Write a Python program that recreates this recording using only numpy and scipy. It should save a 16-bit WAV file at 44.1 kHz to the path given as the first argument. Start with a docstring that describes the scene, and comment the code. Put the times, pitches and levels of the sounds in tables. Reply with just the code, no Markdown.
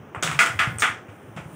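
"""A striker, flicked across a wooden carrom board, rebounds from the frame three times.
Each impact excites the damped modes of frame and bed. Discs collide with bright clacks, tap the
plywood bed and hiss by sliding friction; soft pushes make the board thud, and at the end a hand
comes down on a piece. A small hard-walled room reverberates. Heard in mono from a step away."""
import sys
import numpy as np
from scipy import signal
from scipy.fft import rfft, irfft
from scipy.io import wavfile
from scipy.ndimage import uniform_filter1d

SR = 44100
rng = np.random.default_rng(int(sys.argv[2]) if len(sys.argv) > 2 else 0)


def dump(signal):
    """Clip the signal to [-1, 1] and save it as 16-bit WAV at the path in sys.argv[1]."""
    limited = np.clip(np.atleast_2d(signal).T, -1, 1)
    pcm = np.round(limited * 32767).astype(np.int16)
    wavfile.write(sys.argv[1], SR, pcm)


N = 68355
T = np.arange(N) / SR
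HZ = np.maximum(np.arange(N + 1) * SR / (2 * N), 1)   # frequency grid
BODY_HZ = 1114   # upper edge of the wood's low body


def frame_knocks():
    """Impact excitation: the striker gives a woody blow, a crack and a quick rebound; modes ring on."""
    # Each row: start in seconds, level in dB, rebound delay in seconds, rebound in dB, favoured band in
    # Hz, body, crack and ringing in dB, decay time factor, favoured ring in Hz, room in dB.
    knocks = [(0.3903, 7, 0.0025, 2, 2180, -2, -13.5, 2, 1.05, 1420, 5),
              (0.5908, -0.5, 0.002994, 5.5, 2800, -5.5, -13, 1, 1.23, 794, 6.5),
              (0.8219, 5, 0.0023, -3, 1570, -1.5, -17, 3.5, 0.65, 965, 7)]
    # The woody blow as heard. Each row: frequency in Hz, relative level in dB.
    wood_spectrum = [(40, -61), (120, -15), (300, -17.5), (550, -17), (800, -10), (1100, -6.5), (1320, 3.5),
                     (1600, -1), (2000, -0.5), (2450, -1.5), (2850, -5), (3400, -5.5), (4000, -27.5),
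                     (6000, -40.5), (16000, -79)]
    # The crack as heard, with the microphone's lift near 15 kHz. Each row: frequency in Hz, level in dB.
    crack_spectrum = [(500, -4), (3000, 3), (5000, -1), (6500, -4), (8300, -1.5), (9800, -11),
                      (11500, -13.5), (13300, -24), (15400, -19), (17000, -50)]
    favour_db, modes_db = 2, -9.5
    out = np.zeros(N)
    for (start, db, rebound_s, rebound_db, favoured_hz, body_db, crack_db,
         ringing_db, decay_factor, ring_hz, room_db) in knocks:
        colour = favour_db * favoured_band(HZ, favoured_hz) + body_db * (HZ < BODY_HZ)
        wood = click(at_hz(wood_spectrum) + colour)
        crack = from_db(crack_db) * click(at_hz(crack_spectrum))
        blow = wood + through_board(crack)
        rebound = from_db(rebound_db)
        contacts = blow + rebound * delayed(blow, rebound_s)
        room = reflections(wood + crack, room_db)
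        ringing = from_db(modes_db + ringing_db) * board_ring(decay_factor, ring_hz)
        aftersound = np.hypot(1, rebound) * (room + ringing)   # the two contacts add in energy
        out += from_db(db) * delayed(contacts + aftersound, start)
    return out


def board_ring(decay_factor, favoured_hz):
    """Modal superposition: each knock favours some modes and has its own ring length."""
    # Modes of frame and bed. Each row: frequency in Hz, relative level in dB, base t60 in seconds.
    modes = [(487, -15.5, 0.5), (670.5, -5.5, 0.36), (757.3, -14.5, 1), (862.5, -9.5, 0.36),
             (930.5, -10.5, 0.33), (1057, -9.5, 0.55), (1150, -19, 0.52), (1218, 0.5, 0.31),
             (1225, -14.5, 0.25), (1434, -4.5, 0.1), (1446, 2.5, 0.37), (1696, -6, 0.53), (1782, -3, 0.1),
             (1931, -7.5, 0.53), (2010, -1.5, 0.39), (2090, -3.5, 0.45), (2240, -6.5, 0.35),
             (2516, -0.5, 0.067), (2690, -14, 0.13), (3285, -15, 0.67)]
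    favour_db, swell_cycles = 3, 9.6
    out = np.zeros(N)
    for k, (hz, db, t60) in enumerate(modes):
        gain = from_db(db + favour_db * favoured_band(hz, favoured_hz) + rng.normal(scale=1))
        swell = 1 - np.exp(-T * hz / swell_cycles)   # low modes take longer to build up
        out += (-1) ** k * gain * unit(swell * ring(hz, t60 * decay_factor))
    return out


def favoured_band(hz, centre_hz, width_octaves=0.17):
    """Selective excitation: each knock favours one band, a bell curve in log frequency."""
    return np.exp(-(np.log2(hz / centre_hz) / width_octaves) ** 2)


def through_board(contact, decay_s=0.0034, spread_db=3.5):
    """Multiple reflection: waves running to and fro in the board smear a contact over milliseconds."""
    t = T[:SR // 40]
    response = unit(rng.standard_normal(len(t)) * np.exp(-t / decay_s))
    spread = from_db(spread_db)
    return (contact + spread * signal.fftconvolve(contact, response)[:N]) / np.hypot(1, spread)


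def disc_clacks():
    """Hard collision: discs meet with a bright click, thinner when glancing, and a short high ring."""
    # Each row: start in seconds, level in dB, thinning corner in Hz, ring frequency in Hz,
    # ring level in dB, ring t60 in seconds, the click's room level in dB.
    clacks = [(0.15, -26, 7700, 8200, -4.5, 0.0043, -5), (0.2255, -16, 5400, 6600, 8.5, 0.006, -11),
              (0.2279, -5.5, 3430, 7740, -2, 0.014, 6.5), (0.2334, -1, 3500, 10750, -16.5, 0.058, 2),
              (0.3141, -11, 3500, 9150, -11, 0.017, 2.5), (0.387, -25, 4070, 6500, -11, 0.0067, 10),
              (0.3916, -16, 4570, 5070, 9.5, 0.0071, 21.5), (0.3929, -12.5, 7100, 8050, 8, 0.0041, 13.5),
              (0.7852, -17.5, 5960, 8550, 9.5, 0.016, 9), (0.7966, -10.5, 5570, 8720, 4, 0.025, 13),
              (0.822, -1, 3500, 6060, -21, .005, -3.5)]
    # The click as heard, with the microphone's lift near 15 kHz. 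Each row: frequency in Hz, level in dB.
    click_spectrum = [(400, -5), (2000, 14), (3600, 8), (4600, -0.5), (6500, 3.5), (8500, 3), (9800, -4),
                      (12500, -18.5), (15400, -8.5), (17000, 3)]
    thinning_db_per_octave = 23
    out = np.zeros(N)
    for start, db, thin_hz, ring_hz, ring_db, t60, room_db in clacks:
        thinning = thinning_db_per_octave * np.log2(np.clip(HZ / thin_hz, .1, 1))
        contact = click(at_hz(click_spectrum) + thinning)
        clack = through_board(contact) + reflections(contact, room_db)
        ping = from_db(ring_db) * ring(ring_hz, t60)
        out += from_db(db) * delayed(clack + ping + reflections(ping, room_db=-1.5), start)
    return out


def bed_taps():
    """Contact low-pass filtering: discs tap the plywood bed, and a soft touch loses its treble."""
    # Each row: start in seconds, level in dB, tilt in dB per octave, softening corner in Hz, room in dB.
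    taps = [(0.1480, -8, -2.5, 2520, 3), (0.2271, 2, -0.5, 8000, 1), (0.2332, 0.5, 1.5, 7940, -3),
            (0.2754, 0, 7.5, 1610, 0.5), (0.3139, -3, 2.5, 3780, 2), (0.4620, 2.5, 9.5, 1520, -7),
            (0.471, 0.5, 9, 1470, -0.5), (0.786, -15, 2, 3000, 6.5), (1.083, -32.5, 5.5, 2560, 13),
            (1.3642, -19, 4.5, 4900, 9), (1.3744, -11.5, -6.5, 4030, 2)]
    # A tap on the bed as heard. Each row: frequency in Hz, relative level in dB.
    bed_spectrum = [(100, -12), (300, -1.5), (700, 3.5), (1050, 5.5), (1400, 9.5), (1750, 3), (2400, 3.5),
                    (3300, -5), (4200, -23), (8000, -15), (13000, -32.5), (16000, -41)]
    softening_db_per_octave = -7.5
    out = np.zeros(N)
    for start, db, slope, soft_hz, room_db in taps:
        tilt = slope * np.log2(np.maximum(HZ / BODY_HZ, .5))
        softening = softening_db_per_octave * np.log2(np.maximum(HZ / soft_hz, 1))
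        contact = click(at_hz(bed_spectrum) + tilt + softening)
        out += from_db(db) * delayed(through_board(contact) + reflections(contact, room_db), start)
    return out


def board_thuds(attack_s=.005):
    """Damped free vibration: soft pushes set the whole board and its stand booming briefly."""
    # Each row: start in seconds, level in dB, frequency in Hz, t60 in seconds.
    thuds = [(0.000, -14, 122, 0.031), (0.17, -6, 103, 0.041), (0.242, -0.5, 148.6, 0.14),
             (0.284, -1, 142, .2), (0.307, -11, 83, 0.19), (0.496, -5, 124.6, 0.11),
             (0.545, -4.5, 92.5, 0.14), (0.600, -8, 99, 0.12), (0.672, 3, 118, 0.029),
             (0.717, -6, 117, 0.13), (0.762, -8.5, 97, 0.074), (0.893, -8.5, 117, 0.094),
             (1.084, -13.5, 105, 0.05), (1.236, -18, 90, 0.13), (1.279, -15, 118, 0.059),
             (1.362, -6.5, 157, 0.046), (1.404, -11, 96, 0.048), (1.457, -10, 114, 0.023),
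             (1.526, -12, 155, 0.095)]
    swell = 1 - np.exp(-T / attack_s)
    out = np.zeros(N)
    for start, db, hz, t60 in thuds:
        boom = unit(swell * ring(hz, t60))
        out += from_db(db) * delayed(boom + reflections(boom, room_db=-5), start)
    return out


def sliding(sing_hz=8960, bandwidth_hz=160, sing_db=-11):
    """Friction noise: discs and hand hiss on the powdered bed, and a disc resonance sings faintly."""
    # Envelope of the sliding. Each row: time in seconds, level in dB.
    levels = [(0, -70), (0.2, -70), (0.3, -51), (0.75, -52), (0.95, -70), (1.06, -68), (1.12, -61.5),
              (1.35, -61.5), (1.43, -60.5), (1.55, -51)]
    # The hiss as heard, with the microphone's lift near 15 kHz.
    # Each row: frequency in Hz, relative spectral density in dB.
    hiss_spectrum = [(500, 19), (3000, 5), (4500, -6), (6200, -2.5), (8000, 4), (9000, -1), (9800, 2),
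                     (11500, 0), (13000, -11), (15300, 7), (17000, -23)]
    resonance = signal.iirpeak(sing_hz, sing_hz / bandwidth_hz, fs=SR)
    singing = signal.lfilter(*resonance, rng.standard_normal(N))
    envelope = from_db(np.interp(T, *np.transpose(levels)))
    return envelope * (noise(hiss_spectrum) + from_db(sing_db) * singing / singing.std())


def reflections(x, room_db, gap_s=0.00083, build_s=.005):
    """Reverberation: convolution with a fresh, uneven noise tail that dies away band by band."""
    # Decay of the room. Each row: band centre in Hz, t60 in seconds.
    decays = [(120, 0.43), (500, 0.36), (1400, .32), (2800, 0.27), (5500, .32), (9000, 0.27), (15000, 0.27)]
    size = SR // 2
    t, hz = T[:size], np.maximum(np.fft.rfftfreq(size, 1 / SR), 1)
    white = rfft(rng.standard_normal(size))
    centres, t60s = np.transpose(decays)
    tail = np.zeros(size)
    for share, t60 in zip(np.eye(len(centres)), t60s):
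        band = irfft(white * at_hz(list(zip(centres, share)), hz), size)
        tail += band * np.exp(-np.log(1000) * t / t60)
    clumps = uniform_filter1d(rng.standard_normal(size), size=90)
    unevenness = from_db(clumps / clumps.std())   # 1 dB rms
    build_up = 1 - np.exp(-np.maximum(t - gap_s, 0) / build_s)
    return from_db(room_db) * signal.fftconvolve(x, unit(tail * unevenness * build_up))[:N]


def room_noise(level_db=-46.5):
    """Stationary noise: a faint, low background fills the room."""
    # Each row: frequency in Hz, relative spectral density in dB.
    room_spectrum = [(25, -32), (50, -11), (90, -0.5), (160, 4), (300, 3.5), (700, -3.5), (1300, -7.5),
                     (2300, -16), (3200, -20), (4300, -43), (6000, -27.5), (9000, -50), (12800, -50),
                     (15300, -28)]
    return from_db(level_db) * noise(room_spectrum)


def click(db):
    """Minimum phase: the shortest causal click with this spectral shape, at unit energy."""
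    cepstrum = irfft(db * np.log(10) / 20)[:N]
    cepstrum[0] = 0
    return unit(irfft(np.exp(rfft(2 * cepstrum, 2 * N)))[:N])


def ring(hz, t60):
    """Damped oscillator: a sine of unit energy that falls 60 dB in t60 seconds."""
    return unit(np.sin(2 * np.pi * hz * T) * np.exp(-np.log(1000) * T / t60))


def noise(spectrum):
    """Spectral shaping: white noise takes on this colour, at an rms of one."""
    white = rfft(rng.standard_normal(2 * N))
    coloured = irfft(white * from_db(at_hz(spectrum)))[:N]
    return coloured / coloured.std()


def at_hz(points, hz=HZ):
    """Linear interpolation of a table on a log-frequency axis."""
    frequencies, values = np.transpose(points)
    return np.interp(np.log(hz), np.log(frequencies), values)


def delayed(x, seconds):
    """Time shift: the same sound, later."""
    return np.pad(x, (int(seconds * SR), 0))[:N]


def from_db(db):
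    """Decibels as an amplitude ratio."""
    return 10 ** (np.asarray(db) / 20)


def unit(x):
    """Normalisation to an energy of one."""
    return x / np.sqrt(np.sum(x ** 2) + 1e-20)


def scene():
    """Superposition: all sources add, the same in both channels."""
    mono = frame_knocks() + disc_clacks() + bed_taps() + board_thuds() + sliding() + room_noise()
    return np.array([mono, mono])


def record(dry, low_cut_hz=80, high_cut_hz=15600):
    """Band limiting and saturation: a small microphone loses deep bass, rounds peaks and cuts the top."""
    thin = signal.sosfilt(signal.butter(3, low_cut_hz, "high", fs=SR, output="sos"), dry)
    rounded = 0.94 * np.tanh(thin / 0.82)
    return signal.sosfilt(signal.ellip(12, .2, 70, high_cut_hz, fs=SR, output="sos"), rounded)


dry = scene()
out = record(dry)
dump(out)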